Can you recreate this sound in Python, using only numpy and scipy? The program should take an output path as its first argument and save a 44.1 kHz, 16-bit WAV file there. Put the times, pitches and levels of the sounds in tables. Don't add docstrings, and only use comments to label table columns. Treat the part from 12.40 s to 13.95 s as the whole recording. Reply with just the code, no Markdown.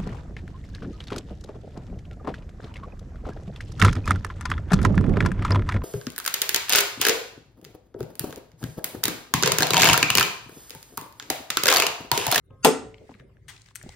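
import sys
import numpy as np
from scipy import signal
from scipy.fft import rfft, irfft
from scipy.io import wavfile
from scipy.ndimage import uniform_filter1d

SR = 44100
rng = np.random.default_rng(int(sys.argv[2]) if len(sys.argv) > 2 else 0)


def to_linear_factor(level_db):
    exponent = np.asarray(level_db, float) / 20
    return 10 ** exponent


def wav_record(signal):
    frames = np.transpose(np.atleast_2d(signal))
    bounded = np.clip(frames, -1, 1)
    quanta = np.round(bounded * 32767).astype(np.int16)
    wavfile.write(sys.argv[1], SR, quanta)


N = 68355


def read(points, hz):
    f, value = np.transpose(points)
    return np.interp(np.log(hz + 1), np.log(f + 1), value)


def evened(x):
    return x / np.sqrt(np.mean(x ** 2) + 1e-20)


def high(x, hz):
    return signal.sosfilt(signal.butter(3, hz, "high", fs=SR, output="sos"), x)


def add(mix, s, sound, pan_db):
    part = mix[:, round(s * SR):][:, :sound.shape[-1]]
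    panned = sound * to_linear_factor(np.array([[.5], [-.5]]) * pan_db)
    part += panned[:, :part.shape[1]]


# pitch_hz, likeness (0-1)
CAPSULE_LIKENESS = [(50, 0.63), (300, 1), (1000, 0.41), (5000, 0.047)]


def hiss(tone, size, patchy_db, likeness):
    frames, hz = size // 128 + 5, np.fft.rfftfreq(512, 1 / SR)
    a, b, c, d, patches = rng.standard_normal((frames, 257, 5)).T
    patches = uniform_filter1d(patches, size=6, axis=0)
    patches = evened(uniform_filter1d(patches, size=16, axis=1))
    same = np.clip(likeness * read(CAPSULE_LIKENESS, hz), -1, 1)[:, None]
    left, other = a + 1j * b, c + 1j * d
    z = np.array([left, same * left + np.sqrt(1 - same ** 2) * other])
    gain = to_linear_factor(read(tone, hz)[:, None] + patchy_db * patches)
    noise = signal.istft(z * gain, nperseg=512, noverlap=384)[1]
    return evened(noise[:, :size])


def ring(modes, size, spread):
    t = np.arange(size) / SR
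    lead = rng.uniform(-1, 1, (len(modes), 2))
    out = 0
    for (hz, db, t60), lag in zip(modes, lead):
        phase = 2 * np.pi * hz * t + spread * lag[:, None] * np.minimum(t * hz, 1)
        out = out + to_linear_factor(db - 60 * t / t60) * np.sin(phase)
    return out


# pitch_hz, level_db
LEAD_IN_TONES = [(1400, -39.5), (2700, -45), (4800, -41.5), (6500, -39), (7800, -51)]


def lead_in():
    lead_in_s = .02
    t = np.arange(0, lead_in_s, 1 / SR)
    waver = uniform_filter1d(rng.standard_normal((len(LEAD_IN_TONES), len(t))), size=60, axis=1)
    waver = 1 + 0.52 * evened(waver)
    tones = sum(to_linear_factor(db) * w * np.sin(2 * np.pi * hz * t) for (hz, db), w in zip(LEAD_IN_TONES, waver))
    out = np.zeros((2, N))
    add(out, SLAMS[0][0] - lead_in_s, tones * (t / lead_in_s) ** .9, SNAP_PAN_DB)
    return out


# pitch_hz, lead_radians
CAPSULE_LEAD = [(150, 0), (600, .7), (1800, .9), (5000, 1.5), (15000, 1.3)]


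def lead_left(x):
    turn = np.exp(.5j * read(CAPSULE_LEAD, np.fft.rfftfreq(N, 1 / SR)))
    return irfft(rfft(x) * [turn, 1 / turn], N)


SNAP_PAN_DB, TICK_PAN_DB = 2.5, 5.5
# start_s, level_db, brightness_db, knock_hz, knock_db
SLAMS = [
    (.2470, -9, 4, 922, -3.5),
    (0.2509, -11.5, 2.5, 844, 6.5),
    (0.2566, -10, -4.5, 678, 2.5),
    (.2610, -20.5, 0.5, 830, 4),
    (.2680, -12.5, -6.5, 419, 2.5),
    (0.2741, -15.5, -3, 450, 5.5),
    (.2810, -17.5, -4.5, 422.4, 6.5),
    (.2880, -21, -1.5, 440, 3.5),
    (0.3034, -24, -8.5, 401, 6),
]
# pitch_hz, level_db, t60_s
WOOD_MODES = [(187, -16, 0.12), (242.4, -8.5, 0.2), (265.5, -10, 0.27), (292.7, -10.5, 0.21),
              (502.7, -7.5, .15), (557, -17.5, 0.066), (664, -16, .08), (739.4, -12, .2), (795, -9, 0.11),
              (860, 3, .035), (1047.6, -14.5, 0.13), (1364, -19.5, .15), (1515, -21.5, .15),
              (1782, -20.5, 0.1), (2035, -20.5, 0.31)]
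# pitch_hz, level_db, t60_s
STEEL_MODES = [(2360, -7.5, 0.092), (2500, 3, .025), (3185, -5.5, 0.12), (3380, -8.5, 0.14), (8210, -2, .1),
               (8300, -0.5, 0.027), (9210, -3.5, 0.089)]
# pitch_hz, level_db (per Hz)
CRACK_TONE = [(200, -45.5), (600, -19.5), (900, -12.5), (1500, -20.5), (2600, -18.5), (4500, -22.5),
              (8600, -22.5), (16000, -29.5)]


def snap():
    crack_db, crack_t60_s, crack_rise_s = -2.5, 0.022, .0009
    steel_db, wood_db, wood_push_s, knock_cycles = -21, -8.5, 0.00091, 21
    out, t = lead_in(), np.arange(int(.7 * SR)) / SR
    for s, db, bright_db, knock_hz, knock_db in SLAMS:
        crack = hiss(CRACK_TONE, len(t), 2.9, likeness=2.7)
        crack = crack * to_linear_factor(crack_db - 60 * t / crack_t60_s) * np.minimum(t / crack_rise_s, 1)
        steel = to_linear_factor(steel_db) * ring(STEEL_MODES, len(t), spread=0.31)
        wood = to_linear_factor(wood_db) * ring(WOOD_MODES, len(t), spread=1.0)
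        knock = ring([(knock_hz, knock_db, knock_cycles / knock_hz)], len(t), spread=0.67)
        body = (wood + knock) * (1 - np.exp(-t / wood_push_s))
        add(out, s, to_linear_factor(db) * (to_linear_factor(bright_db) * (crack + steel) + body), SNAP_PAN_DB)
    return lead_left(out)


# pitch_hz, level_db, t60_s
SPINE_MODES = [(438, -31.5, .8), (444, -19.5, 0.13), (554.4, -47.5, 1), (748, -33.5, 0.49),
               (1358, -35.5, 0.29)]


def spine():
    out = np.zeros((2, N))
    add(out, SLAMS[0][0], ring(SPINE_MODES, SR, spread=0.14), SNAP_PAN_DB)
    return out


# pitch_hz, level_db, t60_s
LEVER_MODES = [(529, -63, .9), (1062, -65, .9), (1262, -67, .7), (1595, -77, .9)]


def lever():
    out = np.zeros((2, N))
    add(out, .104, ring(LEVER_MODES, round(.143 * SR), spread=.3), 1.5)
    return out


# start_s, level_db, ring_hz, fizz_top_hz, fizz_db
TICKS = [(0.107, -51, 875, 3150, -8), (.543, -34, 2256, 5960, -13.5), (.582, -47, 2600, 4900, -4),
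         (.693, -36, 717, 2320, -12), (0.6976, -45, 416.4, 4480, -13), (.709, -44, 924, 5500, -11),
         (.716, -43, 980, 3400, -11), (0.74, -47.5, 2500, 4230, -1), (0.7426, -41, 1590, 2600, -10),
         (0.75, -48, 1870, 2830, 0), (.7965, -45.5, 2302, 4920, -4), (.799, -39.5, 1650, 3580, -7.5),
         (.808, -43.5, 1690, 2740, -9), (.969, -47, 1710, 3420, -13), (1.1633, -37.5, 3580, 6420, -5.5),
         (1.167, -41, 3000, 4200, -7), (1.178, -45, 4390, 6940, -3), (1.197, -52.5, 3440, 7500, -5.5),
         (1.212, -46.5, 3300, 4180, -7.5), (1.2177, -43.5, 5000, 9800, -1), (1.26, -44, 5610, 7020, -5.5),
         (1.2619, -45, 2326, 3030, -5), (1.2865, -40.5, 4000, 8120, -10), (1.286, -49, 1600, 2500, -0.5),
         (1.307, -48.5, 4230, 5000, -10), (1.31, -51.5, 1050, 2500, -2.5),
         (1.3567, -23.5, 2050, 2550, -15.5), (1.357, -35, 1430, 1825, -12),
         (1.3614, -39, 4700, 5300, -13.5), (1.3706, -40, 4300, 5000, -7), (1.4136, -35.5, 1780, 2220, -7),
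         (1.428, -34.5, 7520, 12800, -6), (1.4365, -42.5, 615, 4460, -5), (1.4625, -41.5, 673, 900, -17),
         (1.4913, -33.5, 3280, 9010, -4), (1.4919, -38.5, 783, 1100, -22)]


def ticks():
    ring_cycles, fizz_t60_s, rise_s = 13, .011, .0006
    out, t = np.zeros((2, N)), np.arange(1500) / SR
    for s, db, hz, top_hz, fizz_db in TICKS:
        tone = ring([(hz, 0, ring_cycles / hz)], len(t), spread=1.0)
        fizz_tone = [(.5 * hz, -30), (.8 * hz, 0), (top_hz, -6), (1.4 * top_hz, -30)]
        fizz = hiss(fizz_tone, len(t), 1.4, likeness=2.5) * to_linear_factor(fizz_db - 60 * t / fizz_t60_s)
        add(out, s, to_linear_factor(db) * (tone + fizz) * (1 - np.exp(-t / rise_s)), TICK_PAN_DB)
    return out


# start_s, length_s, level_db, brightness_db (per octave)
PEELS = [
    (1.0815, 0.025, -44.5, -7.5),
    (1.351, .005, -47, 18),
    (1.3554, 0.0024, -32, 19),
    (1.36, .005, -38.5, 18.5),
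]
# pitch_hz, width_hz, level_db
SHEET_MODES = [(1282, 580, -22), (2068, 490, -5), (3317, 770, 1.5), (4370, 670, -1), (6290, 1130, 8),
               (8380, 900, 8.5), (11200, 2000, -1.5)]


def peels():
    snaps_per_s, decay_lengths, rise_s = 9000, 3.5, .0008
    out, t = np.zeros((2, N)), np.arange(6000) / SR
    for s, length, db, bright_db in PEELS:
        snaps = (rng.random((2, len(t))) < snaps_per_s / SR) * rng.standard_normal((2, len(t)))
        snaps[1] = .7 * snaps[0] + 0.2 * snaps[1]
        modes = [(hz, level + bright_db * np.log2(hz / 2000), 2.2 / width)
                 for hz, width, level in SHEET_MODES]
        sheet = ring(modes, 400, spread=0)[:1]
        crackle = evened(signal.fftconvolve(snaps, sheet, axes=1)[:, :len(t)])
        fall_db = -5 * t / length - 60 * np.maximum(t - length, 0) / (decay_lengths * length)
        shape = np.minimum(t / rise_s, 1) * to_linear_factor(fall_db)
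        add(out, s, to_linear_factor(db) * crackle * shape, TICK_PAN_DB)
    return out


# start_s, level_db
SLIDE_LEVEL = [(.55, -83), (.681, -72), (.712, -68.5), (.73, -72.5), (.755, -77), (.80, -75), (.89, -113),
               (1.07, -87), (1.097, -55), (1.2, -66), (1.309, -69.5), (1.335, -82), (1.375, -67.5),
               (1.55, -62)]
# pitch_hz, level_db (per Hz)
SLIDE_TONE = [(300, -27), (800, -1.5), (1500, -2), (2050, 0.5), (2700, -1), (8700, -6), (10500, -17),
              (16000, -18.5)]


def slide():
    s, db = np.transpose(SLIDE_LEVEL)
    flicker_db = 1.9 * evened(uniform_filter1d(rng.standard_normal(N), size=300))
    level_db = np.interp(np.arange(N) / SR, np.r_[.4, s], np.r_[-110, db])
    rustle = to_linear_factor(level_db + 1.5 + flicker_db) * hiss(SLIDE_TONE, N, 0.74, likeness=0.77)
    return rustle * to_linear_factor(np.array([[1.2], [-1.2]]))


# start_s, level_db
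FLEX_LEVEL = [
    (1.40, -84),
    (1.43, -69),
    (1.47, -70),
    (1.5, -62.5),
    (1.55, -62.5),
]


def flex():
    s, db = np.transpose(FLEX_LEVEL)
    pitch_hz, width_hz = 2050, 600
    tone = [(pitch_hz - width_hz, -40), (pitch_hz, 0), (pitch_hz + width_hz, -40)]
    level_db = np.interp(np.arange(N) / SR, s, db, left=-120)
    return to_linear_factor(level_db) * hiss(tone, N, 1.0, likeness=2.8)


# start_s, level_db, pitch_hz, t60_s
BUMPS = [(.106, -43, 130, 0.1), (.696, -36.5, 266.7, 0.047), (.713, -42, 237, 0.071),
         (.745, -44.5, 203, 0.081), (0.801, -42.5, 130, 0.13), (0.865, -57, 110.9, 0.92),
         (1.44, -39.5, 130.8, 0.16), (1.452, -37.5, 149, 0.051), (1.4601, -33, 232, 0.042),
         (1.465, -33.5, 373, 0.031), (1.488, -37.5, 74, 0.07)]


def bumps():
    out, t = np.zeros((2, N)), np.arange(SR // 2) / SR
    for s, db, hz, t60 in BUMPS:
        modes = [(hz, db, t60), (.55 * hz, db - 5, t60), (1.9 * hz, db - 9, .6 * t60)]
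        thud = ring(modes, len(t), spread=.2)
        add(out, s, thud * (1 - np.exp(-t / 0.0027)), .5)
    return out


# pitch_hz, t60_s
ROOM_DECAY = [(100, 0.52), (300, 0.42), (850, 0.42), (3000, 0.38), (8000, 0.36), (15000, 0.11)]
# pitch_hz, level_db
ROOM_TONE = [(100, -13), (300, -2.5), (600, -8), (860, -8.5), (1300, 2.5), (3000, -2), (9000, 0),
             (16000, -1)]


def room(x):
    taps = np.zeros((2, SR))
    at = np.arange(200, SR - 20, 20) + rng.integers(0, 20, (2, (SR - 201) // 20))
    np.put_along_axis(taps, at, rng.choice([-1., 1.], at.shape), 1)
    taps[1] = .5 * taps[0] + 0.88 * taps[1]
    hz, t, z = signal.stft(taps, SR, nperseg=512)
    gain_db = read(ROOM_TONE, hz)[:, None] - 60 * t / read(ROOM_DECAY, hz)[:, None]
    tail = signal.istft(z * to_linear_factor(gain_db), SR, nperseg=512)[1]
    tail[:, :200] = 0
    return signal.fftconvolve(x.mean(0)[None], tail / np.linalg.norm(tail[0]), axes=1)[:, :N]


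# start_s, rumble_db, air_db
SWELL = [(0, -68, -6.5), (0.111, -55.5, 2.5), (.5, -55.5, 10), (0.751, -63.5, 9.5), (1.1, -57, 2.5),
         (1.3, -62.5, -2), (1.55, -57, 9.5)]
# pitch_hz, level_db (per Hz)
RUMBLE_TONE = [(20, -37.5), (35, -12.5), (55, -4.5), (80, -8.5), (112, 1.5), (150, -9), (220, -22.5)]
# pitch_hz, level_db (per Hz)
AIR_TONE = [(150, -32.5), (200, -8.5), (500, -5), (750, -20), (1900, -21.5), (2100, -20), (2400, -28.5),
            (16000, -45)]
# pitch_hz, level_db
HUM_TONES = [(390, -77.5), (2098, -90)]


def air():
    t = np.arange(N) / SR
    s, rumble_db, air_db = np.transpose(SWELL)
    hum = sum(to_linear_factor(db) * np.sin(2 * np.pi * hz * t) for hz, db in HUM_TONES)
    shared, left, right = rng.standard_normal((N, 3)).T
    hz = np.fft.rfftfreq(N, 1 / SR)
    rumble = rfft(shared + .25 * np.array([left, right])) * to_linear_factor(read(RUMBLE_TONE, hz)) * (hz < 300)
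    rumble = evened(irfft(rumble, N))
    breath = to_linear_factor(-70) * hiss(AIR_TONE, N, 5.4, likeness=0.42)
    return to_linear_factor(np.interp(t, s, rumble_db)) * rumble + to_linear_factor(np.interp(t, s, air_db)) * (breath + hum)


def scene():
    loud = high(snap(), hz=130)
    small = ticks() + high(peels(), hz=1100)
    wet = room(to_linear_factor(-6.5) * loud + to_linear_factor(-12.5) * small)
    return loud + spine() + lever() + small + slide() + flex() + bumps() + wet + air()


# from_hz, to_hz, level_db
DEAD_BANDS = [(9650, 10350, -24), (13500, 14050, -26), (16000, 22050, -22), (16600, 22050, -40)]


def dull(x):
    hz = np.fft.rfftfreq(N, 1 / SR)
    gain_db = sum(db * (hz > lo) * (hz < hi) for lo, hi, db in DEAD_BANDS)
    return irfft(rfft(x) * to_linear_factor(uniform_filter1d(gain_db, size=200)), N)


# from_hz, to_hz, shut_share (of time, 0-1)
BLINK_BANDS = [(9600, 10500, .5), (10500, 11200, .3), (11200, 12000, .15), (12000, 12700, .3),
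               (12700, 13400, .4), (13400, 14200, .9), (14200, 15200, .5), (15200, 16000, .35),
               (16000, 17000, .9)]


def blink(x):
    hz, t, z = signal.stft(x, SR, nperseg=1024)
    power = (abs(z[:, hz > 4000]) ** 2).sum((0, 1))
    steady = power < 3 * np.r_[power[:2], power[:-2]]
    luck = rng.random((len(t) // 4 + 1, len(BLINK_BANDS)))
    luck = np.repeat(luck, 4, axis=0)[:len(t)]
    gain = np.ones(z.shape[1:])
    for (lo, hi, shut), draw in zip(BLINK_BANDS, luck.T):
        gain[(hz >= lo) & (hz < hi)] = np.where(steady & (draw < shut), .01, 1)
    return signal.istft(z * gain, SR, nperseg=1024)[1][:, :N]


def low_pass(x):
    return signal.sosfilt(signal.butter(12, 16630, fs=SR, output="sos"), x)


def record(dry):
    overloaded = np.tanh(dry / 2) * 2.883
    mix = blink(dull(overloaded))
    return low_pass(mix)


dry = scene()
out = record(dry)
wav_record(out)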